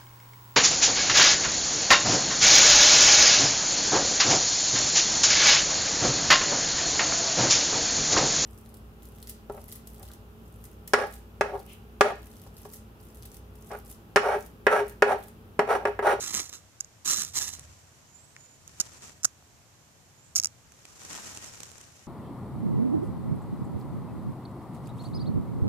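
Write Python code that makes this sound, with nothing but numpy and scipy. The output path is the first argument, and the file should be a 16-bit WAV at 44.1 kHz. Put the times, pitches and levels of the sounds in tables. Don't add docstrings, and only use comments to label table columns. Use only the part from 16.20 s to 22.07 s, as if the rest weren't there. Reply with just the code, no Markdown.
import sys
import numpy as np
from scipy import signal
from scipy.fft import rfft, irfft, next_fast_len
from scipy.io import wavfile

SR = 44100
rng = np.random.default_rng(int(sys.argv[2]) if len(sys.argv) > 2 else 0)


def generate_wav(signal):
    frames = np.transpose(np.atleast_2d(signal))
    scaled = np.clip(frames, -1, 1) * 32767
    pcm = np.round(scaled).astype(np.int16)
    wavfile.write(sys.argv[1], SR, pcm)


N = 258867
TIME = np.arange(N) / SR

# start, skip and end in seconds,
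# first and second push in dB, gain of the dull crunch in dB.
STROKES = [(-0.03, 0.122, 0.2, -39, -34.5, 1), (0.848, 0.958, 1.018, -27.5, -33.5, -39),
           (1.136, 1.201, 1.2086, -30.5, -28.5, -19)]
# time in seconds, level in dB.
CATCHES = [(0.0294, -24), (0.1426, -17), (0.1496, -14), (0.1705, -16), (0.1954, -20), (0.2944, -33),
           (0.2977, -31), (0.3287, -31), (0.9084, -15), (0.9344, -15), (0.9617, -20), (1.0211, -18),
           (1.0354, -20), (1.0494, -23), (1.2264, -18), (1.2914, -23), (1.3304, -32), (1.3359, -27),
           (1.3952, -30)]
# time in seconds, level in dB.
RETURN_DRAGS = [(0.335, -43), (1.281, -41.5), (1.338, -49.5)]
# frequency in Hz, gain in dB.
RASP_TONE = [(60, -13.5), (190, -8.5), (350, -6.5), (720, -8.5), (1000, -7.5), (1300, -2.5), (1560, -5),
             (1820, -3), (2200, -6.5), (3400, -1.5), (4100, 1.5), (4700, -2.5), (5600, 0), (7000, -2),
             (10000, -2), (14000, -3.5)]
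# frequency in Hz, gain in dB.
FOREST_TONE = [(20, -35), (45, -1), (75, 7.5), (115, 12.5), (190, 4), (380, -2), (700, -1.5), (1500, -7),
               (3000, -10), (5000, -14), (7200, -17.5), (14000, -19)]
# start of the hold and its length in seconds, level in dB.
PUFFS = [(0.053, 0.16, -60), (1.033, 0.39, -54), (2.576, 0.35, -59.5), (4.17, 0.065, -61.5),
         (5.097, .45, -60.5)]
# frequency in Hz, gain in dB.
PUFF_TONE = [(15, -16), (40, -27), (70, -2), (100, -2), (150, -11), (400, -35.5), (1500, -68)]
# time in seconds, level in dB.
THUMPS = [(0.147, -33), (0.172, -39.5), (2.599, -36), (3.045, -39)]
# time in seconds, tick level in dB, thud level in dB.
KNOCKS = [(0.6463, -34, -61), (2.4776, -25.5, -48), (3.0332, -24, -51), (3.0377, -19, -39),
          (4.1527, -19, -39), (4.1992, -6.5, -38), (4.2165, -27, -56), (4.2283, -23, -58),
          (4.2359, -12.5, -40), (4.2459, -7.5, -36.5), (4.2567, -9, -35.5), (4.2708, -18.5, -49)]
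# start, length and gap between slips in seconds,
# tick level, thud level and fade over the skid in dB.
SKIDS = [(0.6035, 0.0054, .0016, -23, -43.5, -1.5), (2.5996, 0.013, 0.0043, -6, -33, 7),
         (3.046, 0.0086, .0016, -4.5, -26, 6), (4.158, 0.031, 0.0046, -6.5, -37.5, 6)]
# frequency in Hz, gain in dB.
TIP_TONE = [(40, -43), (200, -34), (900, -31), (2300, -17), (3300, -16), (3750, -13), (4700, -8),
            (5400, 2.5), (6000, -3.5), (6800, -3), (8300, -10), (10600, -6), (12500, -12), (14500, -12)]
# frequency in Hz, gain in dB, seconds to die by 60 dB.
BODY_MODES = [(197, -18.5, 0.033), (266, -18, 0.065), (520, -11, 0.017), (810, -11, 0.014),
              (1350, 2, 0.011), (1450, -27, 0.015), (1820, -20, 0.027)]
# start of the hold, its length and rise time per 20 dB
# in seconds, level in dB. A negative rise gives a weaker, pointed swell inside the hold.
HAND_MOVES = [(1.395, 0.032, 0.65, -64), (2.18, 0.19, -0.15, -62), (2.606, 0.094, 0.23, -57.5),
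              (2.839, 0.016, .045, -52.5), (2.912, 0.3, -0.03, -61.5), (4.9, 0.13, 0.28, -50.5),
              (5.264, 0.04, 0.7, -56.5)]
# time in seconds, level in dB, lean to the left in dB.
SNAPS = [(4.5206, -41, -0.5), (4.6528, -36, 0.0), (4.8504, -31, -2.0), (4.9307, -29, -1.0),
         (4.9514, -30, -0.5), (5.1734, -28, -1.5), (5.245, -33, 0.0), (5.4041, -29, 0.0),
         (5.4331, -29, -2.0), (5.5164, -37, -0.5), (5.5817, -39, 0.0), (5.6126, -39, -5.5)]
# frequency in Hz, gain in dB.
RUSTLE_TONE = [(50, -7), (160, 6), (300, 4), (600, 2.5), (1200, 2.5), (1550, 2.5), (1900, -4), (2300, 1.5),
               (4000, -1.5), (5200, -2), (7000, -2.5), (9000, -1), (14000, -5)]
# start and length in seconds, loudest point as a share of the length,
# pitch in Hz at the start, loudest point and end, level in dB.
WHISTLES = [(1.87, .27, .68, 6450, 7880, 8250, -58.5), (2.175, .2, .15, 6900, 7000, 6980, -59.5),
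            (3.93, .19, .7, 6840, 6900, 6930, -70), (3.98, .145, .65, 7000, 7850, 8600, -63.5),
            (5.255, .055, .4, 5150, 5550, 4970, -52)]
# time in seconds, level in dB, pitch in Hz.
TAPS = [(2.165, -27, 1800), (3.225, -39.5, 725), (4.654, -29.5, 2650), (4.986, -27, 840),
        (5.245, -38, 1890)]
# frequency in Hz, gain in dB.
LEFT_PORT = [(300, 0), (2000, 0), (3600, -2), (5000, 1), (5800, 6), (7000, 0), (8200, -6), (9500, -12),
             (11300, -17), (14500, -16)]
# frequency in Hz, gain in dB.
RIGHT_PORT = [(300, 0), (2000, -1), (3500, 0), (5000, 4), (6100, 11), (7200, 15), (8100, 9), (9200, 3),
              (10600, 3), (11700, -2), (14300, 0)]


def from_db(db):
    return 10 ** (np.asarray(db) / 20)


def unit_rms(x):
    return x / np.sqrt(np.mean(x ** 2) + 1e-20)


def drift(rate_hz):
    pole = np.exp(-40 * np.pi * rate_hz / SR)
    slow = signal.lfilter([1], [1, -2 * pole, pole * pole], rng.standard_normal(N // 20 + 2002))[2000:]
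    return np.interp(np.arange(N) / 20, np.arange(len(slow)), unit_rms(slow))


def swell(start, hold_s, rise_s, fall_s):
    away = np.maximum((start - TIME) / rise_s, (TIME - start - hold_s) / fall_s)
    return from_db(-20 * np.clip(away, 0, 10))


def colour(x, tone):
    size = 2 * next_fast_len(N // 2 + SR // 10)
    hz, db = np.transpose(tone)
    grid = np.maximum(np.arange(size // 2 + 1) * SR / size, 1)
    cepstrum = irfft(np.log(from_db(np.interp(np.log(grid), np.log(hz), db))))
    cepstrum[1:size // 2] *= 2
    cepstrum[size // 2 + 1:] = 0
    return irfft(rfft(x, size) * np.exp(rfft(cepstrum)))[..., :N]


def ring(clicks, hz, t60):
    pole, angle = from_db(-60 / (t60 * SR)), 2 * np.pi * hz / SR
    return signal.lfilter([.5, 0, -.5], [1, -2 * pole * np.cos(angle), pole * pole], clicks + 1e-18)


def contacts(times, db, grit, grit_t60):
    out, t = np.zeros(N + SR), np.arange(SR // 20) / SR
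    pulses = rng.standard_normal((len(times), len(t))) * from_db(-60 * t / grit_t60) * grit
    pulses[:, 0] = 1
    for start, gain, pulse in zip(times, from_db(db), pulses):
        out[int(start * SR):int(start * SR) + len(t)] += gain * pulse
    return out[:N]


def grains(per_s, spread_db):
    sizes = from_db(spread_db * np.minimum(rng.exponential(1, N), 4)) * rng.choice([-1, 1], N)
    return unit_rms(sizes * (rng.random(N) < per_s / SR))


def to_ports(x, near_db=(-6, -15), near_t60=.007, far_db=-28, far_t60=.12, left_lag_s=.00006):
    t = np.arange(SR // 4) / SR

    def scatter(t60):
        echoes = rng.standard_normal((2, len(t))) * from_db(-60 * t / t60) * (t > .0004)
        return unit_rms(echoes) / np.sqrt(len(t))

    direct = np.sinc((t - np.array([[left_lag_s], [0]])) * SR) * (t < .0005)
    paths = direct + from_db(near_db)[:, None] * scatter(near_t60) + from_db(far_db) * scatter(far_t60)
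    return signal.oaconvolve(x[None], paths, axes=1)[:, :N]


def stroke_pressure(start, skip, end, first_db, second_db, skip_s=.0095, release_s=.047):
    push = np.interp(TIME, [skip - skip_s, skip + skip_s], [first_db, second_db])
    bite = np.interp(TIME, [start, start + .007], [-8.5, 0])
    lean = np.interp(TIME, [start, start + .033], [-12, 0])
    sag = np.interp(TIME, [skip - 2 * skip_s, skip, skip + 2 * skip_s], [0, -7.5, 0])
    release = np.interp(TIME, [end, end + release_s], [0, -12.5])
    trail = -172 * np.clip(TIME - end - release_s, 0, 1)
    return from_db(push + bite + lean + sag + release + trail) * (TIME > start)


def along_rod(x, round_trip_s=.0009, wander_s=.00016, echo_db=-7):
    lag_s = round_trip_s + wander_s * drift(10)
    echo = from_db(echo_db) * np.interp(TIME - lag_s, TIME, x)
    return (x + echo) / np.hypot(1, from_db(echo_db))


def striker(chatter_db=3, catch_db=9, spark_db=-3, dull_hz=1600):
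    pressure = sum(stroke_pressure(*stroke[:-1]) for stroke in STROKES)
    pressure += sum(from_db(db) * swell(start, 0, .0095, .057) for start, db in RETURN_DRAGS)
    pressure *= from_db(chatter_db * drift(200))
    times, db = np.transpose(CATCHES)
    catches = contacts(times, db + catch_db, grit=.22, grit_t60=.005)
    chips = grains(per_s=10000, spread_db=2.5) + from_db(-5) * grains(per_s=250, spread_db=1.5)
    tearing = along_rod(pressure * chips) + catches
    starts, *_, crunch_db = np.transpose(STROKES)
    propped = from_db(crunch_db)[np.searchsorted(starts[1:], TIME)]
    crunch = signal.lfilter(*signal.butter(1, dull_hz, fs=SR), propped * tearing)
    sparks = np.array([along_rod(grains(per_s=9000, spread_db=3)) for port in range(2)])
    spitting = from_db(spark_db) * pressure * sparks
    return colour(to_ports(tearing + crunch) + spitting, RASP_TONE)


def forest_hush(left_db=-58, right_db=-60, bass_side_db=-8, shared_below_hz=900):
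    mid, side = rng.standard_normal((2, N))
    side_bass = signal.lfilter(*signal.butter(1, shared_below_hz, fs=SR), side)
    side -= (1 - from_db(bass_side_db)) * side_bass
    hush = colour(np.array([mid + side, mid - side]), FOREST_TONE)
    return unit_rms(hush) * from_db([[left_db], [right_db]])


def air_puffs(rise_s=.38, fall_s=.64, side_db=-14):
    mid, side = unit_rms(colour(rng.standard_normal((2, N)), PUFF_TONE))
    strength = sum(from_db(db) * swell(start, hold_s, rise_s, fall_s) for start, hold_s, db in PUFFS)
    return strength * (mid + from_db(side_db) * side * [[1], [-1]])


def stone_on_soil():
    times, db = np.transpose(THUMPS)
    return to_ports(ring(contacts(times, db, grit=0, grit_t60=1), hz=202, t60=.043))


def slips(start, length_s, gap_s, tick_db, thud_db, fade_db, jitter_s=.0003, spread_db=1.5):
    late, rebound_late, strength = rng.standard_normal((3, 10))
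    after = gap_s * np.arange(10)
    change_db = spread_db * strength - fade_db * after / length_s
    slip = np.transpose([start + after + jitter_s * late, tick_db + change_db, thud_db + change_db])
    rebound = slip + [.0014, -9, -9]
    rebound[:, 0] += jitter_s * rebound_late
    return np.vstack([slip[after < length_s], rebound[after < length_s]])


def rod_on_stone(tick_gain_db=8, thud_gain_db=-3, give=.25, firm_db=-28):
    hits = np.vstack([KNOCKS] + [slips(*skid) for skid in SKIDS])
    hits = hits[np.argsort(hits[:, 0])]
    pauses = np.flatnonzero(np.diff(hits[:, 0]) > .25) + 1
    out = 0
    for spot in np.split(hits, pauses):
        times, tick_db, thud_db = spot.T
        ticks = colour(contacts(times, tick_db + tick_gain_db, grit=.36, grit_t60=.0045), TIP_TONE)
        give_db = np.minimum(0, give * (thud_db - firm_db))
        blows = contacts(times, thud_db + give_db + thud_gain_db, grit=.0036, grit_t60=.0016)
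        thuds = sum(from_db(db) * ring(blows, hz, t60) for hz, db, t60 in BODY_MODES)
        out += to_ports(ticks + thuds, near_db=(-5, -15), far_db=-26)
    return out


def sleeve_and_leaves(left_db=8, right_db=1.5, crumple_db=1.95, snap_db=7.5, snap_left_db=1.5):
    motion = sum(from_db(db) * swell(start, hold_s, rise_s, fall_s=1.7 * rise_s)
                 for start, hold_s, rise_s, db in HAND_MOVES)
    motion *= from_db(crumple_db * drift(20))
    rub = np.array([grains(per_s=14000, spread_db=4) + from_db(-3.5) * grains(per_s=450, spread_db=5)
                    for port in range(2)])
    rub[0] += from_db(-36) * ring(rub[0], hz=1870, t60=.054)
    times, db, pan_db = np.transpose(SNAPS)
    lean_db = (pan_db + snap_left_db) / 2
    snaps = np.array([contacts(times, db + snap_db + side * lean_db, grit=.24, grit_t60=.014)
                      for side in (1, -1)])
    return colour(from_db([[left_db], [right_db]]) * motion * rub + snaps, RUSTLE_TONE)


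def bird(gain_db=-4.5, waver_hz=45, flutter_db=2.5, edge_db=-9):
    song, waver = np.zeros(N), waver_hz * drift(91)
    for start, length_s, loudest, start_hz, loud_hz, end_hz, db in WHISTLES:
        during = (TIME > start) & (TIME < start + length_s)
        along = (TIME[during] - start) / length_s
        pitch = np.interp(along, [0, loudest, 1], [start_hz, loud_hz, end_hz]) + waver[during]
        gain = from_db(db + np.interp(along, [0, loudest, 1], [edge_db, 0, edge_db]))
        song[during] += gain * np.sin(2 * np.pi * np.cumsum(pitch) / SR)
    return to_ports(song * from_db(gain_db + flutter_db * drift(40)), far_db=-7, far_t60=.3)


def fingers(gain_db=-5.5, cycles=9):
    taps = sum(ring(contacts([start], [db + gain_db], grit=.12, grit_t60=.004), hz, cycles / hz)
               for start, db, hz in TAPS)
    return to_ports(taps)


def tinder(lit_s=4.1, per_s=9, crackle_db=-52, spread_db=4):
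    times = rng.uniform(lit_s, N / SR, int(per_s * (N / SR - lit_s)))
    db = crackle_db + spread_db * rng.standard_normal(len(times))
    return to_ports(contacts(times, db, grit=.39, grit_t60=.0093))


def scene():
    close = striker() + rod_on_stone() + stone_on_soil() + tinder() + fingers() + sleeve_and_leaves()
    return close + bird() + forest_hush() + air_puffs()


def record(dry, self_noise_db=-68, ceiling=.6, cutoff_hz=14500):
    ports = np.array([colour(dry[0], LEFT_PORT), colour(dry[1], RIGHT_PORT)])
    hiss = from_db(self_noise_db) * rng.standard_normal((2, N))
    rounded = ceiling * np.tanh((ports + hiss) / ceiling)
    return signal.sosfilt(signal.ellip(10, .2, 70, cutoff_hz, fs=SR, output="sos"), rounded)


dry = scene()
out = record(dry)
generate_wav(out)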